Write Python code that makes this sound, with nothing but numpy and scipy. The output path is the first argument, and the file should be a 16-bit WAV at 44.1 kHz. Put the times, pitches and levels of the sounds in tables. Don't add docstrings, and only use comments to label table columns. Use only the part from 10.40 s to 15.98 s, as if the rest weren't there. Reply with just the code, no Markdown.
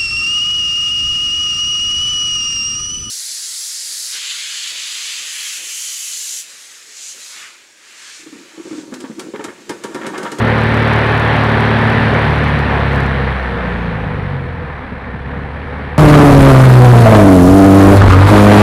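import sys
import numpy as np
from scipy import signal
from scipy.fft import rfft, irfft, next_fast_len
from scipy.io import wavfile
from scipy.ndimage import uniform_filter1d, map_coordinates

SR = 44100
rng = np.random.default_rng(int(sys.argv[2]) if len(sys.argv) > 2 else 0)


def materialize(psi):
    bounded = np.clip(np.atleast_2d(psi).T, -1, 1)
    quanta = np.round(bounded * 32767).astype(np.int16)
    wavfile.write(sys.argv[1], SR, quanta)


def undo_db(level):
    steps = np.asarray(level, float) / 20
    return 10 ** steps


N = 246078
TIME_S = np.arange(N) / SR
FULL_RUSH_DB = -15.5


def unit(x):
    return x / np.sqrt(np.mean(x ** 2) + 1e-20)


def curves(rows):
    s, *columns = np.transpose(rows)
    return [np.interp(TIME_S, s, column) for column in columns]


def wobble(rate):
    knots = rng.standard_normal(int(N * rate / SR) + 4)
    return map_coordinates(knots, [np.arange(N) * rate / SR])


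def dips(rows):
    return sum(db * np.exp(-((TIME_S - s) / length) ** 2) for s, length, db in rows)


def coloured(x, spectrum):
    m = next_fast_len(N + 8192)
    hz, db = np.transpose(spectrum)
    bins_hz = np.fft.rfftfreq(m, 1 / SR)
    gain_db = np.interp(np.log(bins_hz + 1), np.log(hz + 1), db)
    return irfft(rfft(x, m) * undo_db(gain_db), m)[:N]


def turbulent_noise(spectrum, patchy_db):
    z = signal.stft(rng.standard_normal(N), nperseg=512)[2]
    field = uniform_filter1d(rng.standard_normal(z.shape), size=6, axis=0)
    field = uniform_filter1d(field, size=10, axis=1)
    noise = signal.istft(z * undo_db(patchy_db * unit(field)), nperseg=512)[1][:N]
    return unit(coloured(noise, spectrum))


# t/s, f/Hz (turns per second)
SHAFT_SPEED = [(0, 37.25), (.4, 37.39), (.6, 37.4), (1, 37.19), (1.2, 37.24), (1.6, 37.17), (1.8, 37.02),
               (2, 36.74), (2.2, 36.1), (2.4, 35.15), (2.8, 33.29), (3, 32.59), (3.4, 28.85), (3.8, 24.55),
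               (4.4, 18.01), (4.6, 16.52), (5.2, 18.1), (5.57, 18.3)]


def shaft_speed():
    return curves(SHAFT_SPEED)[0]


def shaft_angle():
    return 2 * np.pi * np.cumsum(shaft_speed()) / SR + .75


def order(multiple, db, drift):
    return np.sqrt(2) * undo_db(db) * np.cos(multiple * shaft_angle() - 3.7 + drift)


# f/Hz, level/dB
COCKPIT_GAIN = [(33, -17), (45, -16), (65, 7), (85, 1.5), (110, 2), (140, 10.5), (190, 3.5), (300, 8.5)]


def cockpit_db(multiple):
    hz, db = np.transpose(COCKPIT_GAIN)
    return np.interp(np.log(multiple * shaft_speed()), np.log(hz), db)


# t/s, throttle level/dB, blade load level/dB
CONTROL_MOVES = [(0, 1.5, -3.5), (.5, 0, 0.5), (1.65, 1, -2), (1.9, -3.5, 4.5), (2.5, -5, 3.5),
                 (3.15, -17, 0.5), (3.4, -10, 5.5), (3.9, -21, 7.5), (4.22, -22, 4), (4.8, -18, -3),
                 (5.58, -34, 0)]
# t/s, length/s, level/dB
TONE_LULLS = [
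    (3.0, 0.06, -7),
    (4.5, 0.19, -9.5),
]
# t/s, length/s, level/dB
BLADE_OVERTONE_FADES = [(.65, 0.071, -6), (2.3, 0.073, -8.5), (3.2, 0.25, -9), (4.0, 0.053, -5)]


def propeller():
    load_db = curves(CONTROL_MOVES)[1]
    overtone_db = 0.58 * load_db + dips(TONE_LULLS)
    blade_db = -28.5 + load_db + cockpit_db(multiple=2)
    second_db = -31.5 + overtone_db + dips(BLADE_OVERTONE_FADES) + cockpit_db(multiple=4)
    fourth_db = -43 + overtone_db + cockpit_db(multiple=8)
    sound = order(2, blade_db + .3 * wobble(0.67), .06 * wobble(3.1))
    sound += order(4, second_db + .7 * wobble(5), .12 * wobble(4))
    return sound + order(8, fourth_db + .8 * wobble(5), .25 * wobble(4) - 1.5)


# t/s, length/s, level/dB
FIRING_OVERTONE_FADES = [(.8, 0.19, -12.5), (1.95, 0.076, -8), (2.5, 0.49, -3.5), (3.67, 0.088, -4),
                         (4.17, 0.11, -10), (5.1, .5, -10)]


def exhaust():
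    throttle_db = curves(CONTROL_MOVES)[0]
    lull_db = dips(TONE_LULLS)
    firing_db = -19.5 + throttle_db + lull_db + cockpit_db(multiple=3)
    second_db = -26 + 0.34 * throttle_db + lull_db + dips(FIRING_OVERTONE_FADES) + cockpit_db(multiple=6)
    sound = order(3, firing_db + .3 * wobble(5), .06 * wobble(4) - .9)
    return sound + order(6, second_db + .8 * wobble(5), .25 * wobble(4))


# multiple of shaft speed, level/dB
MINOR_ORDERS = [(0.5, -36), (1, -27.5), (1.5, -25), (2.5, -15), (3.5, -14), (4.5, -11), (5, -17),
                (5.5, -19), (6.5, -23), (7, -9), (7.5, -17), (8.5, -25), (9, -18), (9.5, -26), (10, -13),
                (10.5, -32), (11, -10.5), (11.5, -28), (12, -15.5), (12.5, -25), (13, -19), (13.5, -21),
                (14, -16.5), (14.5, -19.5), (15, -13), (15.5, -28.5), (16, -20), (18, -17)]


def uneven_cylinders():
    throttle_db = curves(CONTROL_MOVES)[0]
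    level_db = -19.5 + np.maximum(0.82 * throttle_db, -12.5)
    speed_change = uniform_filter1d(np.gradient(shaft_speed()) * SR, size=SR // 3)
    slope_db = 0.026 * speed_change
    sound = np.zeros(N)
    for multiple, db in MINOR_ORDERS:
        offset = 2 * np.pi * rng.random() * (multiple not in (5, 7))
        waver_db, drift = .9 * wobble(2.5), .2 * wobble(2.5)
        sound += order(multiple, level_db + db + multiple * slope_db + waver_db, drift + offset)
    return sound


def hollow(hz, width, db):
    peak = signal.iirpeak(hz, hz / width, SR)
    noise = signal.lfilter(*peak, rng.standard_normal(N))
    return undo_db(db) * unit(signal.filtfilt(*peak, noise))


# t/s, rush level/dB, turbulence level/dB
WASH_LEVELS = [(0, -18, 2), (.55, -16, -1.5), (1.65, -16.5, 4), (2.1, -18, 3), (2.6, -20.5, 5.5),
               (3.2, -24, 8.5), (4.24, -31, 11.5), (4.36, -30.8, 6.5), (4.6, -32, 9), (4.96, -31, 11),
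               (5.58, -28.5, 7.5)]
# f/Hz, level/dB per Hz
RUSH_SPECTRUM = [(120, -120), (150, -67), (250, -1.5), (330, -8.5), (450, -1.5), (630, -3.5), (850, -1),
                 (1200, -4.5), (1750, -3.5), (2300, -9.5), (3000, -27.5), (4500, -70), (6000, -120)]
# f/Hz, level/dB per Hz
FIZZ_SPECTRUM = [(1000, -120), (1500, -32), (2400, 1), (3300, -2.5), (4100, -7.5), (5200, -21), (6000, -25),
                 (6800, -38), (8000, -120)]
# f/Hz, level/dB per Hz
BUFFET_SPECTRUM = [(8, -83), (12, -47), (25, -33), (45, -6.5), (80, -2.5), (150, 0.5), (250, -3),
                   (320, -18), (420, -7.5), (600, -49), (800, -120)]


def wash():
    rush_db, turbulence_db = curves(WASH_LEVELS)
    fizz_db = -12 + .22 * (rush_db - FULL_RUSH_DB)
    buffet_db, footwell_db = -9 + turbulence_db, -14.5 + 1.5 * turbulence_db
    angle = shaft_angle()
    pump = -np.cos(2 * angle - .3) - 1.3 * np.cos(4 * angle - .4) - 0.46 * np.cos(3 * angle + 0.12)
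    gust = wobble(7.7)
    rush = unit(undo_db(1.05 * pump) * turbulent_noise(RUSH_SPECTRUM, patchy_db=0.5))
    fizz = unit(undo_db(1.0 * pump) * turbulent_noise(FIZZ_SPECTRUM, patchy_db=0.54))
    throb = undo_db(2.5 * wobble(30) + 1.5 * pump)
    buffet = unit(throb * turbulent_noise(BUFFET_SPECTRUM, patchy_db=0.0))
    footwell = undo_db(footwell_db) * hollow(hz=489, width=77, db=-6.5)
    slot = hollow(hz=1767, width=230, db=-12.5)
    sound = undo_db(0.85 + 0.6 * gust) * rush + footwell + slot
    sound += undo_db(fizz_db + 0.29 * gust) * fizz
    sound += undo_db(buffet_db + 0.22 * wobble(4.9)) * buffet
    return undo_db(rush_db) * sound


# f/Hz, level/dB per Hz
HISS_SPECTRUM = [(4000, -120), (5500, -13), (7000, -6.5), (7800, -2.5), (9000, -0.5), (10600, -2.5),
                 (11500, -10), (13000, -15), (14800, -23), (16000, -120)]


def amplifier_hiss():
    level_db = -53.9 + 1.04 * (curves(WASH_LEVELS)[0] - FULL_RUSH_DB)
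    pump_db = .5 * wobble(14) - np.cos(2 * shaft_angle())
    return undo_db(level_db + pump_db) * turbulent_noise(HISS_SPECTRUM, patchy_db=.3)


# t/s, angle/turns
PEAK_ANGLE = [(0, -.04), (1.9, -.04), (2.0, .07), (5.58, .07)]
# from t/s, to t/s
OVERLOAD_TIMES = [
    (0, 2.1),
    (2.37, 2.68),
]
# t/s, peak level/dB
GUST_SLAMS = [(0.2354, -30), (0.3426, -30), (0.3734, -30), (0.5621, -28), (0.7761, -32), (0.7976, -30),
              (1.0365, -30), (1.0454, -30), (1.2057, -31), (1.254, -32), (1.499, -29), (1.9854, -33),
              (2.0404, -29), (2.0802, -32), (2.0914, -33), (2.1904, -29), (2.2054, -34), (2.5304, -34),
              (2.5594, -33), (2.6035, -32), (2.6618, -33)]


def flattened_peaks():
    turns = np.floor(shaft_angle() / (2 * np.pi) - curves(PEAK_ANGLE)[0])
    s = np.flatnonzero(np.diff(turns) > 0) / SR
    s = s[np.any([(s > start) & (s < end) for start, end in OVERLOAD_TIMES], axis=0)]
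    size = rng.standard_normal((len(s), 2))
    again, later = rng.random((len(s), 2)).T
    control_s, throttle_db = np.transpose(CONTROL_MOVES)[:2]
    db = -48.5 + 3 * size + .8 * np.interp(s, control_s, throttle_db)[:, None]
    first = np.c_[s, db[:, 0]]
    second = np.c_[s + .003 + .004 * later, db[:, 1] + 1][again < .45]
    slams = np.add(GUST_SLAMS, (.0014, -11))
    return np.vstack([first, second, slams])


# f/Hz, level/dB per Hz
KINK_SPECTRUM = [(1500, -120), (2500, -20), (4500, 17), (7000, 11), (11000, 4), (15000, 2), (16200, -30)]


def overload():
    kinks = np.zeros(N)
    peaks = flattened_peaks()
    chance = rng.random((len(peaks), 2))
    for (s, db), (span, share) in zip(peaks, chance):
        met = round((s - .0002) * SR)
        left = met + 6 + int(25 * span)
        kinks[met] += undo_db(db + 12.5)
        kinks[left] -= undo_db(db + 17) * share
    return coloured(kinks, KINK_SPECTRUM)


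def gear_whine():
    rise_s, hold_s, fall_s = .25, .62, .12
    times = 3.05 + np.cumsum([0, rise_s, hold_s, fall_s])
    level_db = -73 + np.interp(TIME_S, times, [-18, 0, 0, -18])
    return order(227, level_db + 3 * wobble(25), 1.3 * wobble(300))


def scene():
    engine = propeller() + exhaust() + uneven_cylinders() + gear_whine()
    return (engine + wash())[None]


def top_cut(x):
    return signal.sosfilt(signal.butter(12, 15800, fs=SR, output="sos"), x)


def record(dry):
    x = dry + overload() + amplifier_hiss()
    x = x / (1 + np.abs(x / 1.04) ** 6) ** (1 / 6)
    return top_cut(x)


dry = scene()
out = record(dry)
materialize(out)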